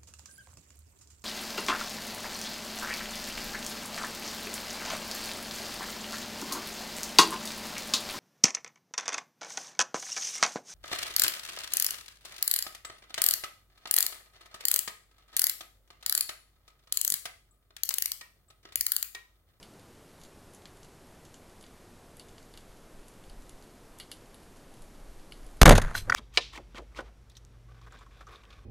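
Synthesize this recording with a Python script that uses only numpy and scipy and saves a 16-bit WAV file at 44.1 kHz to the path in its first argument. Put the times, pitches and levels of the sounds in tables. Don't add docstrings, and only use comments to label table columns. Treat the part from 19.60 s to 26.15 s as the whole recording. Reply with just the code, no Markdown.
import sys
import numpy as np
from scipy import signal
from scipy.fft import rfft, irfft
from scipy.io import wavfile
from scipy.ndimage import uniform_filter1d

SR = 44100
rng = np.random.default_rng(int(sys.argv[2]) if len(sys.argv) > 2 else 0)


def transcribe(signal):
    frames = np.atleast_2d(signal).T
    limited = np.clip(frames, -1, 1)
    pcm = np.round(limited * 32767).astype(np.int16)
    wavfile.write(sys.argv[1], SR, pcm)


N = 288855

# (per Hz, relative)
HISS_COLOUR = [(29, -26), (50, -13), (60, -1.5), (380, -4), (440, -6), (690, -9), (2750, -21.5),
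               (12000, -26), (12800, -26), (13000, -70)]
HISS_DB = -55

# start_s, level_db
GRIP_LEVELS = [(0.0, -65), (0.75, -63.5), (1.45, -61), (2.0, -60.5), (2.65, -59.5), (3.05, -55),
               (3.4, -52.5), (3.54, -59), (3.62, -48.5), (3.97, -52.5), (4.08, -64), (4.3, -55),
               (4.45, -59.5), (5.05, -54.5), (5.28, -52), (5.55, -47), (5.76, -48.5), (5.99, -42)]
# pitch_hz, level_db
SHUDDER_COLOUR = [(4, 4), (12, 12.5), (35, 11), (50, -2.5), (62, -44)]
SHUDDER_CUT = [(60, 0), (80, -40)]
TREMOR_DB = 1.8
# start_s, rock_level_db, rock_pitch_hz, hum_level_db, hum_pitch_hz
SETTLING = [(6.19, -26, 28.6, -34, 94.4), (6.208, -39, 28.8, -41, 92), (6.244, -22.5, 28.5, -38, 96),
            (6.29, -27.5, 28.3, -45, 95), (6.332, -36, 28.1, -47, 93.5), (6.416, -38, 28.3, -39, 95.8),
            (6.448, -37.5, 28.3, -52.5, 95), (6.476, -37, 29.1, -41, 104), (6.508, -44, 28.8, -42, 106),
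            (6.55, -48, 30.6, -42, 119)]
# pitch_hz, level_db
SLOP_COLOUR = [(5, -20), (13, 5.5), (45, -4), (70, -16), (160, -16.5), (260, -40), (500, -110)]

# start_s, level_db (before shares and shell), brightness_db_per_octave,
# high_shell_extra_db
NEAR_SNAPS = [(0.028, -44.5, -1.5, -2), (0.195, -55.5, -2, 2), (0.614, -54, 0, 5), (0.6355, -50.5, 1, 6),
              (0.6494, -54, 0, 1), (0.9353, -58, 10, 1), (0.9472, -55, 8, 9), (1.055, -51, -7.5, 7),
              (1.2306, -55.5, 2, 9), (1.2464, -54, 0, 0), (1.6506, -56, 0, 10.5), (1.7419, -52.5, 0, 10.5),
              (2.0103, -54, 3, 5), (2.0264, -53, 3, -6), (2.0394, -59.5, -9, 0), (2.0642, -56, -1, 2),
              (2.5691, -57, 11, 0), (2.596, -44, 0, -3), (2.6844, -58, 0, 8), (2.7811, -56.5, -7, 8),
              (2.827, -59, 1, 6), (2.9382, -52, -3, -2), (2.9741, -47, -2, 3), (3.482, -55.5, 10, 6),
              (3.6391, -56, -2, -2), (3.697, -53, 0, -3), (3.894, -52.5, 5, 4), (4.0238, -56, 0, 1),
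              (4.3864, -53.5, 11, 2), (4.3989, -36.5, -2.5, -5), (4.5151, -36.5, 1, -3.5),
              (4.7436, -51, 5.5, -5), (5.1392, -57.5, 6.5, 2), (5.2205, -54.5, 9, 1),
              (5.7214, -44, -2.5, -9), (5.8646, -56.5, 8, 0)]
# centre_hz, level_db
SNAP_SHARES_BY_BAND = [(1600, -10.5), (3900, 0), (6700, -7), (10500, -4.5)]
# pitch_hz, width_hz, level_db (relative)
SHELL_DEEP_MODES = [(1220, 430, -3), (1530, 270, -2), (2270, 380, 3)]
SHELL_LOW_MODES = [(2856, 220, 1), (3490, 410, -1), (4380, 410, 2), (4820, 460, -1.5)]
SHELL_HIGH_MODES = [(6250, 680, -1), (7240, 560, 0)]
SHELL_TOP_MODES = [(8900, 1200, -3.5), (10700, 860, -1), (12000, 1200, -10)]
# pitch_hz, level_db
SNAP_TOP_LIMIT = [(12600, 0), (13000, -8), (13300, -50)]
FAR_SNAPS_PER_S, FAR_SNAP_DB = 14, -66
FAR_DULLEST, FAR_BRIGHTEST = -2.5, 8
FAR_HIGH_DB = 7

# start_s, level_db (peak of the low modes), treble_db (relative to them)
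STOCK_KNOCKS = [(6.3496, -14.5, -10), (6.4966, -9.5, -9), (6.521, -9, -20), (6.5465, -11, 0.5)]
# pitch_hz, level_db (relative), t60_s
KNOCK_LOW_MODES = [(700, -18, .02), (1150, -10, .011), (1500, 0, .015), (1870, -2, .012), (2200, -12, .01)]
KNOCK_HIGH_MODES = [(2700, -3, .012), (3270, -3, .012), (4650, -11, .028), (5000, -4, .01),
                    (5600, -4, .012), (6490, -9, .01)]
# pitch_hz, level_db
WOOD_CONTACT = [(350, -30), (950, -8), (1400, 0), (2100, -2.5), (3600, -29), (12000, -50)]

# pitch_hz, level_db (over the grit), t60_s (before the overall fade)
SHAFT_MODES = [(3284, -8, .3), (4040, -8, .3), (4091, -1, .5), (6142, -8, .9), (8193, -13, 9.),
               (9458, -10, .3), (10540, -13, .4), (12280, -13, 2.)]
# (per Hz, relative)
GRIT_COLOUR = [(600, -45), (1000, -14), (3700, -6.5), (5050, -10), (9400, -14.5), (13400, -16),
               (14000, -70)]
GRIT_FADE_T60 = 0.61
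STRIKE_S, STRIKE_DB, STRIKE_FROM_DB = 6.343, -32.5, -19
STRIKE_RISE_S, STRIKE_HOLD_S, STRIKE_T60 = 0.016, 0.021, 0.18

# start_s, level_db (before the stock), t60_s,
# bass_share_db, treble_share_db
BUMPS = [(6.0128, -36, .03, 0, -6), (6.0155, 3, .006, 5, -7), (6.0176, 0, .01, 2.5, 4.5),
         (6.0226, -2.5, 0.021, -5, -2), (6.0307, .5, 0.0085, 2.5, 1), (6.0418, -41.5, 0.038, 6.5, -11),
         (6.0532, -25, .03, 1, -8), (6.0559, 4, 0.04, -7.5, -4), (6.0646, -6, .077, 3.5, -9),
         (6.0753, -6.5, .029, 5.5, 0), (6.081, -10.5, 0.036, 8, -7), (6.0921, -1.5, 0.041, 3.5, -1.5),
         (6.0965, -10.5, .042, 7, 0), (6.1068, -9, 0.046, 12, -8), (6.110, -9.5, 0.098, 3.5, -5),
         (6.122, -15, .053, 1.5, -5.5), (6.1343, -18, .023, 8, -9), (6.152, -23, .15, -2.5, -1.5),
         (6.178, -15, .032, -17, 3.5), (6.181, -13, 0.022, 3.5, -21), (6.195, -28, .047, -4, -11),
         (6.217, -28.5, .049, -13, 0), (6.2225, -30.5, .01, -8, 6), (6.3076, -37.5, 0.063, 1, -10),
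         (6.476, -55.5, 0.33, 15.5, -20), (6.503, -37, .056, -1, -7)]
TREBLE_FADE = 0.73
# start_s, level_db (before the stock)
DRAG_LEVELS = [(6.205, -63), (6.215, -44), (6.245, -36.5), (6.30, -45), (6.335, -42.5), (6.37, -41.5),
               (6.42, -60), (6.48, -58), (6.52, -49), (6.536, -36), (6.55, -41)]
DRAG_BASS_DB, DRAG_TREBLE_DB = -5.5, -12.5
# pitch_hz, width_hz, level_db (relative)
STOCK_BASS_MODES = [(205, 163, 0.5), (280, 205, 0), (390, 232, -1.5), (569, 300, -1.5)]
STOCK_MIDDLE_MODES = [(944, 480, -2.5), (1570, 380, 2.5), (2020, 840, -7)]
STOCK_TREBLE_MODES = [(3480, 1520, 3), (6600, 750, -2.5), (9600, 1600, -2.5), (13100, 1400, -18)]

# start_s, level_db (before overload), pitch_hz
RELEASE_SWING = (6.0165, 5.8, 52.1)
SWING_CYCLES, CATCH_S = 1.25, .00055
# start_s, level_db (before the push), push (signed factor)
RECOIL_KNOCKS = [(6.056, 5.5, -0.48), (6.072, -2, 0.74), (6.083, -3, -0.99), (6.0921, 4, 0.79),
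                 (6.110, -5, -0.75), (6.1412, -10, 0.56), (6.164, -12, 0.28), (6.217, -24, -0.54)]
# pitch_hz, level_db (relative), t60_s
SWAY_MODES = [(33.2, -1.5, 0.27), (44.9, -8.5, 0.17), (97.5, -4.5, 0.24), (147.5, -8, 0.157),
              (188.3, -4.5, 0.11), (233.4, -6.5, 0.14), (276.7, -9, 0.146), (388.5, -9, 0.092),
              (508, -14, 0.086), (589, -14, 0.13)]

# pitch_hz, level_db
CHANNEL_DIFFERENCE = [(500, -77), (1500, -59), (2500, -44), (6000, -27), (9000, -30), (13000, -44)]
FULL_SCALE = 0.46
EDGE_HZ = 15400


def gain_of(db):
    return 10 ** (np.asarray(db) / 20)


def evened(x):
    return x / np.sqrt(np.mean(x ** 2) + 1e-20)


def wander(noise, *widths):
    for width in widths:
        noise = uniform_filter1d(noise, size=width)
    return evened(noise)


def add(mix, start_s, sound):
    part = mix[round(start_s * SR):][:len(sound)]
    part += sound[:len(part)]


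def shaped(x, points):
    f, db = np.transpose(points)
    hz = np.fft.rfftfreq(len(x), 1 / SR)
    curve_db = np.interp(np.log(hz + 1), np.log(f + 1), db)
    return irfft(rfft(x) * gain_of(curve_db), len(x))


def ring(modes, t):
    return sum(gain_of(db - 60 * t / t60) * np.sin(2 * np.pi * hz * t) for hz, db, t60 in modes)


def body(resonances):
    t, response = np.arange(1500) / SR, 0
    for k, (hz, width, db) in enumerate(resonances):
        swell = 2 * np.pi * width * t * np.exp(-2 * np.pi * width * t)
        tone = np.sin(2 * np.pi * hz * t)
        response = response + (-1) ** k * gain_of(db) * np.sqrt(width) * swell * tone
    return response / np.linalg.norm(response)


def through(drives, bodies):
    return sum(signal.oaconvolve(x, body(b))[:N] for x, b in zip(drives, bodies))


def along(rows, sound, column):
    rows = np.transpose(rows)
    level_db = np.interp(np.arange(N) / SR, rows[0], rows[column], -120, rows[column][-1])
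    return evened(sound) * gain_of(level_db)


def hiss():
    return gain_of(HISS_DB) * evened(shaped(rng.standard_normal(N), HISS_COLOUR))


def snaps(crack_s=.0015, echo_db=-11, echo_t60=0.17, spread_db=7.0):
    t = np.arange(6000) / SR
    shape = np.exp(-t / crack_s) + gain_of(echo_db - 60 * t / echo_t60)
    lowest = [0, FAR_SNAP_DB - spread_db, FAR_DULLEST, 0]
    span = [N / SR, 2 * spread_db, FAR_BRIGHTEST - FAR_DULLEST, FAR_HIGH_DB]
    far = rng.random((round(FAR_SNAPS_PER_S * N / SR), 4)) * span + lowest
    hz, plain_db = np.transpose(SNAP_SHARES_BY_BAND)
    octaves = np.log2(hz / hz.mean())
    is_high = np.arange(4) == 2
    drives = np.zeros((4, N))
    for start_s, db, bright_db, high_db in list(NEAR_SNAPS) + list(far):
        burst = gain_of(db) * shape * rng.standard_normal(len(t))
        shares_db = plain_db + bright_db * octaves + high_db * is_high
        for drive, share_db in zip(drives, shares_db):
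            add(drive, start_s, gain_of(share_db) * burst)
    shell = (SHELL_DEEP_MODES, SHELL_LOW_MODES, SHELL_HIGH_MODES, SHELL_TOP_MODES)
    return shaped(through(drives, shell), SNAP_TOP_LIMIT)


def shudder():
    low = shaped(rng.standard_normal(N), SHUDDER_COLOUR)
    low = low / uniform_filter1d(low ** 2, size=5000) ** 0.22
    low = low * gain_of(TREMOR_DB * wander(rng.standard_normal(N), 4000, 2500))
    low = shaped(low, SHUDDER_CUT)
    fade = np.clip((GRIP_LEVELS[-1][0] + 0.055 - np.arange(N) / SR) / 0.065, 0, 1)
    return along(GRIP_LEVELS, low, column=1) * fade


def settling():
    t = np.arange(N) / SR
    start_s, _, rock_hz, _, hum_hz = np.transpose(SETTLING)
    rock, hum = (np.sin(2 * np.pi * np.cumsum(np.interp(t, start_s, hz)) / SR)
                 for hz in (rock_hz, hum_hz))
    hum = hum * gain_of(4.1 * wander(rng.standard_normal(N), 700, 400))
    slop = evened(shaped(rng.standard_normal(N), SLOP_COLOUR))
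    rock = rock + gain_of(0.1) * slop
    return along(SETTLING, rock, column=1) + along(SETTLING, hum, column=3)


def knocks(contact_s=0.0057):
    out, t = np.zeros(N), np.arange(2500) / SR
    swell = np.clip(1 - (2 * t / contact_s - 1) ** 2, 0, 1)
    for start_s, db, treble_db in STOCK_KNOCKS:
        noise = rng.standard_normal(len(t))
        dull = shaped(noise, WOOD_CONTACT) * swell
        low = signal.oaconvolve(dull, ring(KNOCK_LOW_MODES, t))[:len(t)]
        high = signal.oaconvolve(noise * swell ** 2, ring(KNOCK_HIGH_MODES, t))[:len(t)]
        treble = gain_of(treble_db) * high / abs(high).max()
        add(out, start_s, gain_of(db) * (low / abs(low).max() + treble))
    return out


def strike(waver_db=4.5):
    out, t = np.zeros(N), np.arange(9000) / SR
    noise, lumps, *slow = rng.standard_normal((2 + len(SHAFT_MODES), len(t)))
    grit_db = 2.3 * wander(lumps, 80) - 60 * t / GRIT_FADE_T60
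    grit = evened(shaped(noise, GRIT_COLOUR)) * gain_of(grit_db)
    wavers = gain_of(waver_db * wander(slow, 120, 60) - 1.5)
    steel = sum(ring([mode], t) * waver for mode, waver in zip(SHAFT_MODES, wavers))
    rise_db = STRIKE_FROM_DB * np.clip(1 - t / STRIKE_RISE_S, 0, 1)
    fall_db = -60 * np.maximum(t - STRIKE_RISE_S - STRIKE_HOLD_S, 0) / STRIKE_T60
    add(out, STRIKE_S, (steel + grit) * gain_of(STRIKE_DB + rise_db + fall_db))
    return out


def rattles(grain_db=4.0, drag_grain_db=4.0):
    t, drives = np.arange(9000) / SR, np.zeros((3, N))
    for start_s, db, t60, bass_db, treble_db in BUMPS:
        *noises, lumps = rng.standard_normal((4, len(t)))
        size = gain_of(db + grain_db * wander(lumps, 60))
        shares = zip(drives, noises, (bass_db, 0, treble_db), (1, 1, TREBLE_FADE))
        for drive, noise, share_db, fade in shares:
            add(drive, start_s, size * noise * gain_of(share_db - 60 * t / (fade * t60)))
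    *noises, lumps = rng.standard_normal((4, N))
    size = along(DRAG_LEVELS, gain_of(drag_grain_db * wander(lumps, 120)), column=1)
    drives = drives + size * noises * gain_of([[DRAG_BASS_DB], [0], [DRAG_TREBLE_DB]])
    return through(drives, (STOCK_BASS_MODES, STOCK_MIDDLE_MODES, STOCK_TREBLE_MODES))


def jolts():
    out, t = np.zeros(N), np.arange(SR // 2) / SR
    start_s, db, hz = RELEASE_SWING
    length = SWING_CYCLES / hz
    swing = np.cos(2 * np.pi * hz * np.minimum(t, length))
    catch = 1 + np.exp((t - length) / CATCH_S)
    add(out, start_s, gain_of(db) * swing / catch)
    for start_s, db, push in RECOIL_KNOCKS:
        add(out, start_s, push * gain_of(db) * ring(SWAY_MODES, t))
    return out


def scene():
    background = hiss() + snaps() + shudder() + settling()
    mid = background + knocks() + strike() + rattles() + jolts()
    return np.array([mid, mid])


def record(dry, knee_db=-22, share=0.22, recover_db=58.0, bleed=0.088):
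    power_db = 10 * np.log10(abs(uniform_filter1d(dry[0] ** 2, size=200)) + 1e-12)
    fall = np.arange(N) * recover_db / SR
    held_db = np.maximum.accumulate(power_db + fall) - fall
    over_db = np.clip(held_db - knee_db, 0, 20)
    late_db = uniform_filter1d(over_db, size=801, origin=400)
    x = dry[0] / gain_of(share * late_db)
    flat = FULL_SCALE * np.tanh((abs(x) / FULL_SCALE) ** 3.014) ** (1 / 3) * np.sign(x)
    excess = x - flat
    ripple = np.tanh(excess - uniform_filter1d(excess, size=24))
    flat = flat + bleed * ripple
    side = np.roll(shaped(flat, CHANNEL_DIFFERENCE), 40)
    edge = signal.firwin(511, EDGE_HZ, window=("kaiser", 9), fs=SR)
    return signal.oaconvolve([flat + side, flat - side], edge[None], "same")


dry = scene()
out = record(dry)
transcribe(out)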